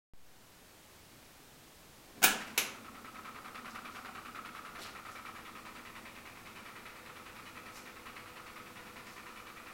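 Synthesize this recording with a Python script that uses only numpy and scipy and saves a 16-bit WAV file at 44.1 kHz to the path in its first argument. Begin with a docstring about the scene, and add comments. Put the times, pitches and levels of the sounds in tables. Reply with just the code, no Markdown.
"""In a tiled room, an old washing machine's button snaps in and springs back, ringing the steel cabinet.
The motor starts to hum, and the gears catch in the same lopsided pattern ten times a second,
ringing their housing while their teeth rasp and scratch. The listener steps back with a few soft
scuffs, so the machine grows quieter and more echoey. A faint hiss lies under it all."""
import sys
import numpy as np
from scipy import signal
from scipy.fft import rfft, irfft
from scipy.io import wavfile

SR = 44100
rng = np.random.default_rng(int(sys.argv[2]) if len(sys.argv) > 2 else 0)


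def bounce(signal):
    """Save signal as a 16-bit WAV file at the path given by the first command-line argument."""
    frames = np.transpose(np.atleast_2d(signal))
    limited = np.clip(frames, -1, 1)
    pcm = np.round(limited * 32767).astype(np.int16)
    wavfile.write(sys.argv[1], SR, pcm)


N = 429093
T = np.arange(N) / SR
TURN_HZ, TURN_START_S = 9.978, 2.238  # the shaft that drives both the gear chatter and the hum

# each knock of the button: start_s, level_db, treble_tilt_db_per_octave, cabinet_ring_db
BUTTON_KNOCKS = [(2.219, -15.5, -3.5, 4), (2.2282, -4.5, -1, -14), (2.2386, 0, 1.5, 8), (2.2420, 1, -1, 9),
                 (2.5771, -4, 1.5, 4)]
# the notes the steel cabinet rings at: pitch_hz, level_db, fade_s (time to fall by 60 dB)
CABINET_NOTES = [(210, -19, .8), (427, -17, .6), (735, 3, .08), (770, -3, .3), (871, -12, .4),
                 (1340, -6, .42), (1448, -6, .42), (1500, -4, .4), (1687, -2, .4), (2272, -5, .22),
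                 (2356, -4, .22), (2482, -4, .27), (2536, -8, .3), (2774, -5, .25), (2893, -6, .27),
                 (2977, -6, .45), (3081, -6, .35), (3725, 1, .22), (6137, -13, .35), (6293, -12, .3),
                 (7063, -14, .35)]
# tone of the button snapping in: pitch_hz, gain_db
PRESS_TONE = [(40, -20), (120, -17), (200, -3), (620, -5.5), (760, 0.5), (1150, -4.5), (1550, 7.5),
              (1880, -4), (2700, 4), (4300, -5), (6800, -2), (9500, -3), (13000, -7), (15500, 2)]
# tone of the button springing back: pitch_hz, gain_db
RELEASE_TONE = [(40, -13), (200, -2), (400, 3), (800, -2), (1300, 2.5), (1800, -1), (2450, 10), (3100, 1),
                (3700, 1), (4800, -4.5), (6400, 1), (8800, -10.5), (11000, -1), (15500, -13)]

def button(snap_db=6, crack_fade_s=0.08, cabinet_db=-44, release_after_s=2.5):
    """Each knock cracks the plastic and latch, echoes off the tiles and sets the cabinet ringing."""
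    out, t = np.zeros(N), T[:SR]
    pitch_hz, note_db, fade_s = np.transpose(CABINET_NOTES)[:, :, None]
    for start_s, level_db, tilt_db, ring_db in BUTTON_KNOCKS:
        crack = rng.standard_normal(SR) * fade(t, crack_fade_s)
        crack = crack / np.linalg.norm(crack) + room_echo(low_s=0.84, mid_s=0.45, high_s=0.19)
        tone = PRESS_TONE if start_s < release_after_s else RELEASE_TONE
        snap = undb(snap_db) * shape_tone(crack, tone, tilt_db)
        # a brighter knock favours the higher notes
        strength = undb(note_db + 2 * tilt_db * np.log2(pitch_hz / 2000))
        notes = np.sin(2 * np.pi * (pitch_hz * t + rng.random(pitch_hz.shape)))
        ring = np.sum(strength * fade(t, fade_s) * notes, axis=0)
        start = int(start_s * SR)
        out[start:start + SR] += undb(level_db) * (snap + undb(cabinet_db + ring_db) * ring)
    return out


# where the gears catch in every turn: time_in_turn_s, spread_s, ring_db, rasp_db, scratch_db
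GEAR_CATCHES = [(.0072, .0010, 2.5, -4.5, -9), (0.013, 0.0026, -7, -4.5, -3),
                (0.0184, 0.0026, -1.5, -3, -2), (0.0272, 0.0033, -11, -3, -4.5),
                (0.0378, 0.0026, -5.5, -9, -3.5), (0.047, 0.0036, 0, -6.5, -17),
                (.0535, .003, -6, -8.5, -13), (.0700, 0.0036, -16, -16, -18),
                (0.081, 0.0038, -17, -14, -19)]

def gear_forces(slip_s=0.00054, idle_db=-21):
    """The pushes behind ring, rasp and scratch: the same catches each turn, never quite alike."""
    turn, phase = np.divmod((T - TURN_START_S) * TURN_HZ, 1)
    turn = (turn - turn[0]).astype(int)
    turn_db = rng.standard_normal(turn[-1] + 1)
    energy = np.full((3, N), undb(idle_db) ** 2)
    for time_in_turn_s, spread_s, *shares_db in GEAR_CATCHES:
        catch_db, slip = rng.standard_normal((turn[-1] + 1, 2)).T
        pulse = bump(phase / TURN_HZ, time_in_turn_s + slip_s * slip[turn], spread_s)
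        push = undb(turn_db + catch_db)[turn] ** 2 * pulse
        energy += push * undb(shares_db)[:, None] ** 2
    return np.sqrt(energy)


# the notes the gear housing rings at: pitch_hz, width_hz, gain_db
HOUSING_NOTES = [(768, 27, 5.5), (1160, 80, -1.5), (1300, 88, 11.5), (1370, 57, -6)]
# moments when the gears scrape hardest: time_s, extra_db
HARD_SCRAPES = [(3.56, 3.5), (3.76, 3), (4.46, 5), (5.96, 2.5), (6.47, 5), (6.87, 4), (7.47, 4), (8.37, 3),
                (8.57, 1.5)]
# tone of the teeth rubbing: pitch_hz, gain_db
RASP_TONE = [(150, -14), (400, -5), (650, -7.5), (950, -3), (1150, 2.5), (1550, -2.5), (1750, 0),
             (2100, -0.5), (2400, 2), (2700, -3.5), (3100, -9.5), (3600, -13), (6500, -24), (15500, -32)]
# tone of the teeth biting: pitch_hz, gain_db
SCRATCH_TONE = [(1200, -16), (2600, 6), (3500, 7), (4600, 0.5), (7500, -20), (10000, -5), (15500, -25)]

def gears(echo, grain_db=3):
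    """Each catch rings the housing, while the teeth rasp in fine grains and scratch as they bite."""
    knock, rub, bite = gear_forces()
    hard_db = sum(extra_db * bump(T, time_s, 0.015) for time_s, extra_db in HARD_SCRAPES)
    blur_db = 6 * distance()  # from further off, echoes fill the gaps between catches
    force = knock * turn_noise(memory=0.55)
    ring = sum(undb(gain_db) * band(force, pitch_hz - width_hz / 2, pitch_hz + width_hz / 2, order=1)
               for pitch_hz, width_hz, gain_db in HOUSING_NOTES)
    ring = band(ring, 826, 1570, order=2)
    ring = set_level(in_room(ring, echo, echo_db=blur_db - 8.5))
    grains = rub * turn_noise(memory=0.48) * undb(hard_db / 2 + grain_db * rng.standard_normal(N))
    rasp = in_room(shape_tone(grains, RASP_TONE), echo, echo_db=blur_db - 8.5)
    rasp = rasp / np.std(band(rasp, 1700, 3500))
    grit = bite * rng.standard_normal(N) * undb(hard_db + grain_db * rng.standard_normal(N))
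    scratch = in_room(shape_tone(grit, SCRATCH_TONE), echo, echo_db=blur_db - 6)
    teeth = rasp * undb(-1) + set_level(scratch, -8)
    ring_db, teeth_db = gear_levels()
    return ring * undb(ring_db) + teeth * undb(teeth_db)


def gear_levels(load_start_s=2.83, load_rise_s=0.92):
    """The gears swell as they take up the load, then grow quieter as the listener steps back."""
    slack = (1 - ramp(load_start_s, load_rise_s)) ** 1.75
    dip_db = -9 * bump(T, centre_s=6.18, spread_s=0.24)  # the ring fades for a moment
    ring_db = -49 - 8.5 * slack - 9 * distance() + dip_db
    teeth_db = -54 - 8 * slack - 2 * distance()
    return ring_db, teeth_db


# the notes in the motor's hum: cycles_per_turn, near_db, far_db
HUM_NOTES = [(9, -73, -76.5), (11, -76, -72), (22, -66.5, -80), (23, -67, -83), (25, -70, -76),
             (33, -72.5, -68), (49, -89, -71.5), (50, -88, -72.5)]
# tone of the droning cabinet panels: pitch_hz, gain_db
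DRONE_TONE = [(50, -23), (100, -19), (150, -17), (190, -5.5), (215, 0), (250, -0.5), (285, -7.5),
              (400, -12), (500, -8), (650, -13.5), (770, -11.5), (900, -10), (2000, -32.5)]

def motor(drone_db=-63, waver_db=2.2, wobble_rad=0.66):
    """The shaft hums over the drone of the panels; the mix of notes shifts across the room."""
    hum = 0
    for cycles_per_turn, near_db, far_db in HUM_NOTES:
        phase = 2 * np.pi * (cycles_per_turn * TURN_HZ * T + rng.random())
        phase += wobble_rad * wander(rate_hz=7)
        level_db = near_db + distance() * (far_db - near_db) + waver_db * wander(rate_hz=4)
        hum = hum + np.sqrt(2) * undb(level_db) * np.sin(phase)
    drone = shape_tone(turn_noise(memory=0.57), DRONE_TONE)
    drone = drone / np.std(band(drone, 190, 290))
    return hum + drone * undb(drone_db - 2 * distance())


# the listener's small movements: peak_s, rise_s, fall_s, level_db, pitch_hz
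SCUFF_MOVES = [(2.12, 0.055, 0.035, -65, 300), (2.183, 0.015, 0.025, -50, 248),
               (2.417, 0.0067, 0.015, -39.5, 1900), (2.48, 0.014, .03, -48, 2350),
               (3.72, 0.035, .04, -62, 5000), (3.97, .04, .04, -60.5, 5000),
               (4.797, 0.005, 0.012, -44.5, 450), (4.826, 0.012, 0.022, -56, 9000),
               (4.829, 0.025, 0.045, -46.5, 3530), (5.135, 0.022, .02, -60, 6000),
               (7.77, 0.023, 0.044, -53, 5400), (7.77, .02, .03, -61, 11000), (9.13, 0.062, .05, -60, 4970)]

def scuffs(echo, width_ratio=1.27, grit_db=5):
    """Shoes, sleeve and hand rub in short, gritty swells."""
    out, t = np.zeros(N + SR), T[:SR] - .5
    for peak_s, rise_s, fall_s, level_db, pitch_hz in SCUFF_MOVES:
        noise = rng.standard_normal(SR)
        grains = np.repeat(rng.standard_normal(SR), 30)[:SR]
        grit = noise * undb(grit_db * grains)
        rub = band(grit, pitch_hz / width_ratio, pitch_hz * width_ratio, order=1)
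        swell = np.exp(-(np.minimum(t, 0) / rise_s) ** 2 / 2 - np.maximum(t, 0) / fall_s)
        start = int((peak_s - .5) * SR)
        out[start:start + SR] += swell * set_level(rub, level_db)
    return in_room(out[:N], echo, echo_db=-3.5)


# tone of the quiet room and microphone hiss: pitch_hz, gain_db
HISS_TONE = [(25, 2.5), (60, 0.5), (120, 0.5), (250, -0.5), (600, -4), (1500, -7.5), (4000, -11.5),
             (8000, -15), (15500, -17.5)]

def background(hiss_db=-57, whine_hz=7973, whine_db=-84):
    """An even hiss with a thin electronic whine."""
    hiss = set_level(shape_tone(rng.standard_normal(N), HISS_TONE), hiss_db)
    return hiss + set_level(np.sin(2 * np.pi * whine_hz * T), whine_db)


def room_echo(low_s, mid_s, high_s):
    """Sound bouncing off the tiles, with fade times for low, middle and high pitches."""
    noise, hz = rfft(rng.standard_normal(SR)), np.arange(SR // 2 + 1)
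    centres_hz = [200, 700, 2400, 6000, 10000, 15000]
    fades_s = np.interp(centres_hz, [200, 2400, 15000], [low_s, mid_s, high_s])
    # overlapping bands, so the fade time glides with pitch
    echo = sum(irfft(noise * np.interp(hz, centres_hz, peak), SR) * fade(T[:SR], fade_s)
               for peak, fade_s in zip(np.eye(len(centres_hz)), fades_s))
    return echo / np.linalg.norm(echo)


def in_room(x, echo, echo_db):
    """Add the room's echo, keeping about the same total power."""
    gain = undb(echo_db)
    return (x + gain * signal.fftconvolve(x, echo)[:N]) / np.sqrt(1 + gain ** 2)


def distance():
    """How far the listener has stepped back, from 0 to 1."""
    return ramp(start_s=4.03, length_s=2.77)


def turn_noise(memory):
    """Surface roughness that comes round again each turn and slowly changes."""
    size = round(SR / TURN_HZ)
    turns = rng.standard_normal((N // size + 1, size))
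    return set_level(signal.lfilter([1], [1, -memory], turns, axis=0).ravel()[:N])


def wander(rate_hz):
    """A slow random drift, mostly between -1 and 1."""
    points = rng.standard_normal(int(T[-1] * rate_hz) + 2)
    return np.interp(T * rate_hz, np.arange(len(points)), points)


def shape_tone(x, tone, tilt_db=0):
    """Turn pitches up or down to follow a tone table, tilted per octave around 2 kHz."""
    pitch_hz, gain_db = np.transpose(tone)
    grid_hz = np.maximum(np.fft.rfftfreq(8192, 1 / SR), 1)
    curve_db = np.interp(np.log(grid_hz), np.log(pitch_hz), gain_db) + tilt_db * np.log2(grid_hz / 2000)
    # build the filter so that it never rings before the sound arrives
    cepstrum = irfft(np.log(undb(curve_db)))
    half = len(cepstrum) // 2
    cepstrum[1:half] *= 2
    cepstrum[half + 1:] = 0
    response = irfft(np.exp(rfft(cepstrum)))[:half]
    return signal.fftconvolve(x, response)[:len(x)]


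def band(x, low_hz, high_hz, order=3):
    """Keep the pitches between two limits."""
    return signal.sosfilt(signal.butter(order, [low_hz, high_hz], "band", fs=SR, output="sos"), x)


def fade(t, fade_s):
    """Die away by 60 dB in fade_s."""
    return np.exp(-np.log(1000) * t / fade_s)


def ramp(start_s, length_s):
    """Rise evenly from 0 to 1."""
    return np.clip((T - start_s) / length_s, 0, 1)


def bump(t, centre_s, spread_s):
    """A smooth hill of height 1."""
    return np.exp(-.5 * ((t - centre_s) / spread_s) ** 2)


def set_level(x, db=0):
    """Scale to an average (rms) level."""
    return x * undb(db) / np.sqrt(np.mean(x ** 2))


def undb(db):
    """Turn decibels into a multiplier."""
    return 10 ** (np.asarray(db) / 20)


def scene():
    """Button, running machine and footwork in one small room."""
    echo = room_echo(low_s=0.77, mid_s=0.37, high_s=0.2)
    power = ramp(start_s=2.22, length_s=.1)
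    machine = power * (gears(echo) + motor())
    return (button() + machine + scuffs(echo) + background())[None]


def record(dry, on_s=.136, start_db=-12, wake_s=0.25, pop_db=-47, settle_s=0.16, top_hz=15850):
    """The sound switches on with a soft low pop and fades up; the highest treble is cut."""
    on, since_s = T > on_s, np.maximum(T - on_s, 0)
    wake = 1 - (1 - undb(start_db)) * np.exp(-since_s / wake_s)
    pop = undb(pop_db) * np.exp(-since_s / settle_s)
    treble_cut = signal.ellip(10, .2, 70, top_hz, fs=SR, output="sos")
    return signal.sosfilt(treble_cut, on * (dry * wake - pop))


dry = scene()
out = record(dry)
bounce(out)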